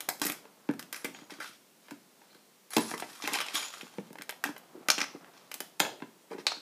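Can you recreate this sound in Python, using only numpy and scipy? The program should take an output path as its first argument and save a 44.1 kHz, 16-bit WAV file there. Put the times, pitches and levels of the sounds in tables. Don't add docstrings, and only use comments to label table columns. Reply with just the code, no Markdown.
import sys
import numpy as np
from scipy import signal
from scipy.fft import rfft, irfft
from scipy.io import wavfile
from scipy.ndimage import uniform_filter1d

SR = 44100
rng = np.random.default_rng(int(sys.argv[2]) if len(sys.argv) > 2 else 0)


def generate_wav(sig):
    pcm = np.round(np.clip(np.atleast_2d(sig).T, -1, 1) * 32767).astype(np.int16)
    wavfile.write(sys.argv[1], SR, pcm)


def volts(x):
    e = np.asarray(x, float) / 20
    return 10 ** e


N = 291492
SIZE = 5120
BRICK_CYCLES = 20


def level(x, db):
    return x * volts(db) / np.sqrt(np.mean(x ** 2))


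def band(x, lo_hz, hi_hz, order=2):
    return signal.sosfilt(signal.butter(order, [lo_hz, min(hi_hz, .45 * SR)], "band", fs=SR, output="sos"), x)


def highpass(x, hz, order=2):
    return signal.sosfilt(signal.butter(order, hz, "high", fs=SR, output="sos"), x)


def patches(length, hold, smooth):
    held = np.repeat(rng.standard_normal(length // hold + 1), hold)[:length]
    return uniform_filter1d(held, smooth)


def modes(hz, t60, db):
    step = np.exp(-2j * np.pi * np.arange(SIZE // 2 + 1) / SIZE)
    fade = np.exp(-np.log(1000) / t60 / SR)[..., None]
    turn = (2 * np.pi * hz / SR)[..., None]
    ring = fade * np.sin(turn) * step / (1 - 2 * fade * np.cos(turn) * step + (fade * step) ** 2)
    return np.sum(volts(db)[..., None] * ring, axis=-2)


def place(s, db, sounds):
    out = np.zeros(N + SIZE)
    for at, gain, sound in zip(s, volts(db), sounds):
        i = max(int(at * SR), 0)
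        out[i:i + SIZE] += gain * sound / np.abs(sound).max()
    return out[:N]


# pitch in Hz, level in dB per Hz
HISS = [(59, -50), (100, -24), (123, -2), (196, 7), (400, 3.5), (1450, -5.5), (3840, -7), (7830, -8.5),
        (15000, -11.5)]


def hiss():
    hz, db = np.transpose(HISS)
    f = np.arange(N // 2 + 1) * SR / N + 1
    colour = volts(np.interp(np.log(f), np.log(hz), db))
    return level(irfft(rfft(rng.standard_normal(N)) * colour, N), -62.7)


# time in seconds, level in dB
RUSTLE = [(0.0, -50), (0.719, -58.5), (0.92, -54), (1.32, -59), (1.53, -71), (2.76, -78), (2.91, -64),
          (3.05, -89), (3.28, -42), (3.44, -50), (3.81, -55), (4.6, -53), (5.03, -46.5), (5.3, -51.5),
          (6.41, -65), (6.61, -67)]


def rustle():
    flicker = volts(2.9 * patches(N, 512, 512))
    brush = level(band(rng.standard_normal(N), 107, 1120) * flicker, -9.0)
    return brush * volts(np.interp(np.arange(N) / SR, *np.transpose(RUSTLE)))


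def slip_run(chance, ms):
    t = np.arange(chance.shape[1]) / SR / (np.clip(ms, .2, 8)[:, None] / 1000)
    shape = np.sqrt(np.minimum(t / 0.66, 1) * np.exp(-t))
    run = rfft(chance * shape ** 2)
    return irfft(run / np.abs(run)) * shape


# pitch in Hz, level in dB
BRICK = [(740, -31.5), (960, -20), (1390, -25.5), (1740, -9.5), (2150, -3), (2600, 3.5), (3300, 5),
         (4000, 5), (4800, 2), (5500, 4), (6500, 3), (7800, 3), (9000, 3.5), (10600, 2.5), (12200, 2.5),
         (14000, 4.5)]
# start in seconds, peak level in dB, loudest ring in Hz, edge sharpness in dB.
CLICKS = [(.005, -23.5, 3880, 0), (.197, -30.5, 10200, 11), (.216, -19, 1000, -6.5), (.25, -21, 950, 1),
          (.299, -23, 2390, -52), (.826, -35, 2990, -5), (.962, -32, 11100, -6), (1.402, -34.5, 1550, -12),
          (4.211, -33, 1770, -30), (4.22, -28, 2230, -6), (4.579, -35.5, 1280, 22), (4.885, -13, 2580, -11),
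          (4.901, -10, 2700, -14), (5.028, -27.5, 1406, -22), (5.039, -30, 1220, -25),
          (5.541, -19.5, 2960, 10), (6.567, -38.5, 1570, -20)]
BUMPS = [(.088, -16, 828, 5), (.453, -44, 930, -27), (.689, -27.5, 734, -31), (.71, -34, 1030, -9),
         (.736, -39, 732, -11), (1.297, -43, 1600, -16), (1.318, -45, 760, -30), (1.385, -50, 650, -19),
         (1.883, -43.5, 2600, -25), (1.908, -34, 1600, -6), (2.216, -50, 932, -21),
         (2.781, -15.5, 1010, -6), (2.913, -26.5, 1500, -27), (3.022, -26.5, 800, -27),
         (3.983, -33, 680, -40), (4.104, -44, 657, -17), (4.129, -37.5, 670, 2), (4.155, -35, 855, -24),
         (4.563, -35, 1150, -14), (5.15, -45, 845, -26), (5.796, -22, 783, 8), (5.849, -26.5, 2750, -19),
         (6.002, -43, 1457, -30), (6.021, -32.5, 660, -45), (6.314, -35, 978, -32),
         (6.383, -37.5, 689, -25), (6.518, -28, 1300, -25)]
TICKS = [(3.3345, -19, 7900, -2), (3.3415, -28, 2600, -15), (3.352, -25, 4500, -12),
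         (3.3555, -18.5, 4200, -14), (3.3875, -25, 2800, -12), (3.404, -19, 3000, -15),
         (3.4115, -21, 2900, -14), (3.4155, -22, 3240, -17), (3.33, -29, 3500, -15),
         (3.365, -30, 3000, -15), (3.5485, -21, 7000, -2), (3.5535, -21, 10000, -2),
         (3.572, -25, 3500, -10), (3.585, -27, 3300, -8), (3.615, -28, 6800, -8), (3.626, -32, 3300, -10),
         (4.985, -21, 3000, -18), (4.991, -26, 2600, -18), (5.017, -25, 3900, -15),
         (4.9025, -5.5, 4530, -9), (1.4015, -33, 2420, -8), (.089, -20.5, 2100, -5)]
PINGS = [(.298, -20.5, 12500, -10), (.278, -28, 11500, -10), (.1, -31, 5000, -8), (.945, -31.5, 5500, -25),
         (.964, -36, 2300, -30), (1.059, -35, 8500, -10), (1.148, -41, 3100, -30), (1.404, -30, 1460, -35),
         (1.413, -34, 1900, -30), (1.419, -33, 1450, -30), (1.444, -35.5, 1400, -35), (2.99, -37, 9000, 0),
         (3.002, -29, 9000, 0), (3.029, -36, 2500, -30), (3.222, -32.5, 5740, -25),
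         (3.25, -30.5, 2205, -35), (3.255, -31, 2800, -35), (3.288, -32, 2000, -35), (3.334, -21, 9560, -7),
         (3.341, -24, 2500, -35), (3.351, -28, 2000, -35), (3.355, -23, 3300, -30), (3.415, -28, 2830, -30),
         (3.423, -29, 3200, -35), (3.465, -33.5, 8950, -12), (3.563, -25, 6100, -25),
         (3.571, -30, 6200, -20), (3.607, -34, 3300, -35), (3.628, -40, 2500, -30), (3.683, -34, 6900, -20),
         (3.772, -37, 1388, -40), (4.185, -40, 11000, -10), (4.234, -43, 8460, -10), (4.297, -25, 1990, 3),
         (4.308, -32, 12000, -8), (4.455, -31.5, 795, -40), (4.462, -34, 3000, -30),
         (4.474, -32, 1600, -35), (4.489, -35, 900, -40), (4.566, -42.5, 2850, -35),
         (4.886, -18, 6700, -20), (4.902, -9, 5900, -20), (4.903, -19, 9000, -10), (4.982, -27, 6300, -25),
         (5.004, -23, 5500, -25), (5.015, -22, 5530, -25), (5.029, -29, 3800, -25), (5.039, -31, 5500, -30),
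         (5.802, -19, 6800, -20), (5.813, -26, 3750, -25)]
SETTLES = [(5.829, -28, 730, -40.5), (6.32, -34, 910, -32), (6.454, -44, 900, -35), (6.467, -20, 7200, -12),
           (6.478, -23, 4300, -30), (6.482, -24, 4300, -30), (6.519, -30, 5200, -25), (.11, -37, 800, -38),
           (.123, -44, 830, -40), (4.44, -23, 2500, -25), (4.45, -35, 2700, -13), (4.47, -38, 2250, -10),
           (4.3, -30.5, 3230, -20), (.699, -32.5, 1630, -35), (2.939, -30, 1900, -30),
           (3.555, -25, 3200, -25), (3.566, -34, 1130, -35), (3.357, -29, 990, -40),
           (3.375, -35, 1150, -40), (3.389, -35, 1030, -40), (3.28, -29.5, 970, -40),
           (4.887, -21, 1380, -37), (4.99, -31, 1170, -35), (5.865, -33, 630, -40), (5.89, -37.5, 840, -40),
           (3.2, -41, 1200, -40), (5.606, -35, 3200, -24), (5.802, -19, 1600, -25)]
POPS = [(.256, -17, 1510, 20), (.32, -23.5, 2820, 8), (.944, -29, 2100, -30), (1.052, -24, 2190, -28),
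        (1.147, -38, 2250, -34), (1.188, -40, 1360, -17), (2.705, -33, 10700, 14),
        (3.275, -18.5, 2190, -11), (3.322, -33, 2620, -22), (3.547, -34, 1430, -12),
        (3.868, -40, 1270, -24), (4.293, -22, 2500, -7), (4.98, -20, 2860, -24), (5.245, -40.5, 1610, -46),
        (5.604, -20, 803.5, -0.5), (5.801, -6.5, 3550, -9)]
TEARS = [(.265, -20, 2190, 8), (.793, -25.5, 1880, -4.5), (.926, -24, 2110, -0.5), (1.044, -22.5, 2220, -4),
         (2.346, -47.5, 1610, -12), (2.733, -30, 10700, -7), (2.765, -14, 1010, -14),
         (2.997, -30.5, 1460, -17), (3.809, -32.5, 2920, -44), (4.184, -33.5, 1953, -35),
         (5.003, -33, 2350, -30), (5.013, -19, 2340, -23), (5.514, -28.5, 2800, -7)]
RATTLE = [(2.894, -39, 1339, -13), (2.978, -30.5, 1350, -11), (3.222, -33, 3080, -32),
          (3.24, -25, 993, -28), (3.334, -32, 955, -25), (3.354, -22, 970, -32), (3.373, -26, 3050, -33),
          (3.387, -22, 3120, -34), (3.403, -25, 1350, -33), (3.411, -26, 2000, -33), (3.463, -34, 925, -17),
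          (3.484, -29, 2720, -26), (3.553, -20, 9750, -5), (3.6, -34, 3900, -33), (3.648, -34, 1340, -28),
          (3.738, -33, 1400, -35), (4.324, -39, 880, -47)]
CLACKS = [
    (6.467, -11, 4030, -22),
    (4.439, -15.5, 1730, -4),
    (2.938, -26, 990, -28),
    (4.901, -12.5, 3980, -16),
    (4.915, -18.5, 6300, -16),
]
# events, weight of the low modes in dB, slip burst in ms, weight of the loudest ring in dB
CONTACTS = [(BUMPS, 9.6, 2.15, 4.3), (POPS, -4, 1.19, 4.3), (TEARS, -23, 3.7, 3.8), (CLICKS, -41, 1.58, 5),
            (RATTLE, -30, 1.25, -2), (CLACKS, -31, 1.33, 18), (PINGS, -40, 1.1, 22), (SETTLES, -40, 1.48, 17),
            (TICKS, -35, 0.37, 7.1)]


def snaps():
    events = [(*row, *kind) for rows, *kind in CONTACTS for row in rows]
    s, db, ring_hz, top_db, body_db, ms, ring_db = np.transpose(events)
    ring_hz, top_db, body_db, ring_db = (x[:, None] for x in (ring_hz, top_db, body_db, ring_db))
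    hz, mode_db = np.transpose(BRICK)
    detune = rng.standard_normal((len(s), len(hz)))
    slips = slip_run(rng.standard_normal((len(s), 1024)), ms)
    octaves = np.log2(hz / 3000)
    low = np.clip(-octaves / 1.185, 0, 1) * (body_db + 23.5)
    high = np.clip(octaves / 1.81, 0, 1.4) * (top_db + 15)
    body = modes(hz * (1 + .03 * detune), BRICK_CYCLES / hz, mode_db + low + high)
    ring_t60 = np.minimum(2 * BRICK_CYCLES / ring_hz, .016)
    ring = modes(ring_hz * np.array([.955, 1.05]), ring_t60, ring_db - 2)
    f = np.arange(SIZE // 2 + 1) * SR / SIZE
    soft = (1 + 1j * f / (9000 * volts(0.39 * (top_db + 36.0)))) ** -2
    sound = irfft(rfft(slips, SIZE) * (body + ring) * soft, SIZE)
    return place(s, db + 1.0, highpass(sound, 420))


# delay in seconds, level in dB
ECHOES = [
    (.0025, -17),
    (0.013, -19.5),
    (0.017, -20),
    (0.021, -27.5),
]
# time in seconds, level in dB
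FAR = [(0, -8.5), (.6, -13), (1.3, -7), (1.6, -7), (2.7, -11), (3.2, -7.5), (3.9, -12), (4.2, -15),
       (4.6, -9.5), (4.9, -13), (5.3, -12), (5.9, -8.5), (6.6, -11.5)]
# pitch in Hz, time to fade by 60 dB in seconds
ROOM_T60 = [(150, 0.53), (400, 0.49), (1000, 0.33), (2500, 0.3), (6000, 0.39), (14000, 0.29)]


def room(x):
    t = np.arange(SR // 2) / SR
    unit_db = -10 * np.log10(len(t))
    out = sum(volts(db) * np.r_[np.zeros(int(s * SR)), x][:N] for s, db in ECHOES)
    far_db = np.interp(np.arange(N) / SR, *np.transpose(FAR))
    responses = 4
    active = np.repeat(rng.integers(0, responses, N // 1024 + 1), 1024)[:N]
    for k in range(responses):
        tail = np.zeros(len(t))
        for hz, t60 in ROOM_T60:
            noise = band(rng.standard_normal(len(t)), hz / 2.24, hz * 1.1)
            tail += level(noise, 10 * np.log10(hz)) * volts(-60 * t / t60)
        tail = level(tail * np.minimum(t / 0.019, 1), unit_db)
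        scatter = level(rng.standard_normal(len(t)) * volts(-60 * t / 0.057), 6 + unit_db)
        out = out + signal.fftconvolve(x * volts(far_db) * (active == k), tail + scatter)[:N]
    return out


# pitch in Hz, time to fade by 60 dB in seconds, level in dB
TABLE = [(137, 0.073, -48), (201, 0.32, -4), (242, 0.1, 3), (291, 0.11, 8.5), (363.3, 0.062, 11),
         (462, 0.18, 5), (556, 0.19, 1), (817, 0.12, -5), (935, .04, -36), (1350, 0.035, -27)]
# start in seconds, peak level in dB, loudest mode in Hz
RAPS = [(.084, -30, 395), (.451, -48, 433), (.69, -16, 291), (1.044, -26.5, 320), (1.217, -42.5, 254.6),
        (1.318, -38.5, 291), (1.386, -40, 290), (1.915, -34.5, 291), (3.022, -33, 328), (3.237, -34.5, 291),
        (3.829, -36, 242), (4.15, -46, 303), (4.451, -35, 289), (4.751, -36.5, 399), (4.807, -40, 299.9),
        (5.147, -31.5, 325), (5.603, -35, 323), (6.021, -29, 328), (6.348, -30, 377), (6.466, -53, 450)]
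# start in seconds, peak level in dB, loudest mode in Hz
DROPS = [(.213, -30, 300), (.252, -25, 262), (.294, -30, 308.6), (1.491, -46, 247), (2.351, -46, 173),
         (2.765, -14.5, 340), (2.783, -17, 292), (2.936, -28, 407), (3.286, -36, 355), (3.541, -33.5, 294),
         (3.982, -24, 200), (4.105, -37.5, 213), (4.194, -39.5, 191), (4.489, -31, 300),
         (4.883, -28.5, 312), (4.979, -30, 300), (5.8, -22, 268), (6.308, -33, 471), (6.517, -46, 522.3),
         (6.568, -44.5, 300), (2.912, -32.5, 300), (3.32, -34, 300), (5.014, -31, 300), (6.385, -33, 327),
         (6.33, -38, 400), (1.085, -36, 330), (4.458, -34, 300), (2.774, -18.5, 300), (2.806, -25, 400)]


def thuds():
    push_ms = [(RAPS, 0.86), (DROPS, 1.54)]
    s, db, spot_hz, ms = np.transpose([(*row, ms) for rows, ms in push_ms for row in rows])
    hz, t60, mode_db = np.transpose(TABLE)
    chance = rng.standard_normal((len(s), len(hz)))
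    t = np.arange(512) / SR / (ms[:, None] / 1000)
    push = np.sin(np.pi * np.minimum(t, 1)) ** 2
    near = 12 * np.exp(-(np.log(hz / spot_hz[:, None]) / .15) ** 2)
    plate = modes(hz * (1 + 0.031 * chance[:, ::-1]), 0.57 * t60, mode_db + near + 1.8 * chance)
    sound = irfft(rfft(push, SIZE) * plate, SIZE)
    return place(s + 0.0011, db - 1.24, highpass(sound, 150))


# start in seconds, length in seconds, level in dB,
# change to the end in dB, edge sharpness in dB.
GRINDS = [
    (.215, 0.085, -53, -9, 17.5),
    (.3, 0.061, -62.5, -13, 12),
    (.925, 0.12, -69, -10.5, 17),
    (2.705, 0.03, -67, -1, 16),
    (2.73, 0.039, -62.5, -4, 20.5),
    (2.8, 0.15, -68.5, -1, 19.5),
    (4.98, .064, -56, -3.5, 6),
    (2.796, .02, -68.5, -5, 21),
    (6.3, 0.12, -69.5, -12, 3.5),
]
SHOVES = [(2.97, 0.26, -55.5, 1.5, -2), (3.22, 0.13, -45.5, 3, -6.5), (3.33, 0.1, -50, 1, -8),
          (3.44, 0.099, -52, 3, -6), (3.545, 0.21, -40, -17.5, -9), (3.725, 0.283, -50.5, -15, -4),
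          (1.145, 0.089, -58, -3.5, -12), (1.82, .09, -65.5, 0, -8), (2.2, .19, -69.5, 2, -8),
          (4, 0.11, -64, -4, -7), (5.33, .15, -62.5, -4.5, -18), (6.38, 0.036, -59, -2, -12),
          (4.444, .06, -42.5, -16, -1), (1.3, .1, -47.5, -25, -6.5), (6.31, 0.033, -55, -2, -13),
          (6.385, .04, -60, -6, -12), (3.595, .04, -53, -4, -10)]
SWEEPS = [
    (1.402, 0.16, -44.5, -21, -4.5),
    (3.532, 0.02, -49.5, 12, -2),
    (3.553, .16, -43.5, -13, -5.5),
    (3.33, 0.092, -53, -5, -2),
    (3.73, 0.053, -57, -6, -4),
]


def scrape():
    out, t = np.zeros(N), np.arange(N) / SR
    clumps = volts(1.9 * patches(N, 256, 128))
    ticks = rng.standard_normal(N) * (rng.random(N) < .25)
    ticks = ticks * volts(2.3 * rng.exponential(size=N)) * clumps ** 1.5
    hz, mode_db = np.transpose(BRICK)
    rung = signal.fftconvolve(ticks, irfft(modes(hz, .5 * BRICK_CYCLES / hz, mode_db), SIZE))[:N]
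    body = level(band(rung, 750, 2550), 0)
    middle = level(band(rung, 2000, 6570), 0)
    top = level(band(rung, 4500, 12400), 0)
    for rows, body_db in [(GRINDS, 16.5), (SHOVES, -1), (SWEEPS, -9.5)]:
        for s, length, db, change_db, top_db in rows:
            attack = np.clip((t - s) / 0.0054, 0, 1)
            slope_db = change_db * np.clip((t - s) / length, 0, 1)
            gain = attack * (t < s + length) * volts(db + slope_db)
            out += gain * (volts(body_db) * body + middle + volts(top_db) * top)
    return out


# start
# in seconds, pitch in Hz, level in dB, time to fade by 60 dB in seconds, width in Hz
RINGS = [(.963, 11100, -50, 0.25, 300), (1.14, 6700, -58.5, 0.51, 200), (2.706, 10750, -47, .25, 350),
         (2.731, 10710, -40, 0.22, 350), (2.803, 10680, -43.5, 0.51, 250), (3.553, 9950, -42, 0.33, 300),
         (3.556, 6900, -43, 0.72, 300), (5.801, 6900, -38.5, 0.23, 250), (6.472, 4400, -43, .36, 200),
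         (6.472, 4600, -46, 0.36, 200), (6.472, 3650, -47, .3, 200), (6.472, 4300, -47, .3, 200),
         (6.312, 400, -43.5, 0.5, 140), (5.81, 440, -44, .6, 200), (1.404, 1400, -46, .3, 300),
         (4.745, 350, -49.5, 0.52, 130), (3.35, 960, -45, .4, 110), (3.35, 3070, -46, .4, 270),
         (3.555, 3250, -46, 0.57, 250), (2.73, 8040, -54, 0.4, 300), (4.905, 6220, -39, 0.16, 500),
         (5.003, 5510, -42, 0.19, 300), (3.1, 1000, -70, 0.27, 220), (2.83, 4210, -56, .6, 250),
         (2.3, 4180, -68.5, .9, 340), (3.62, 14000, -64, 0.74, 300), (2.86, 6000, -61, 0.32, 250),
         (2.715, 4250, -53, .15, 250), (4.445, 1620, -54, .25, 200)]


def rings():
    out, t = np.zeros(N + SR), np.arange(SR) / SR
    patchy = volts(2.5 * patches(N + SR, 512, 256))
    for s, hz, db, t60, width_hz in RINGS:
        i = int(s * SR)
        narrow = band(rng.standard_normal(SR), hz - width_hz / 2, hz + width_hz / 2)
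        out[i:i + SR] += volts(-60 * t / t60) * level(narrow * patchy[i:i + SR], db)
    return out[:N]


def scene():
    table = thuds()
    bricks = signal.sosfilt(signal.butter(2, 14000, fs=SR, output="sos"), snaps() + scrape())
    answer = room(bricks + volts(-2.5) * table)
    return (bricks + table + answer + rings() + hiss() + rustle())[None]


def low_pass(x):
    return signal.sosfilt(signal.butter(12, 16470, fs=SR, output="sos"), x)


def record(dry):
    thin = highpass(dry, 140, 6)
    rumble = level(band(rng.standard_normal(N), 25, 110), -100)
    thin = thin + rumble + volts(-20) * dry
    thin = signal.sosfilt(signal.ellip(7, .3, 30, 15250, fs=SR, output="sos"), thin)
    mix = np.tanh(1.1 * thin) / 1.1
    return low_pass(mix)


dry = scene()
out = record(dry)
generate_wav(out)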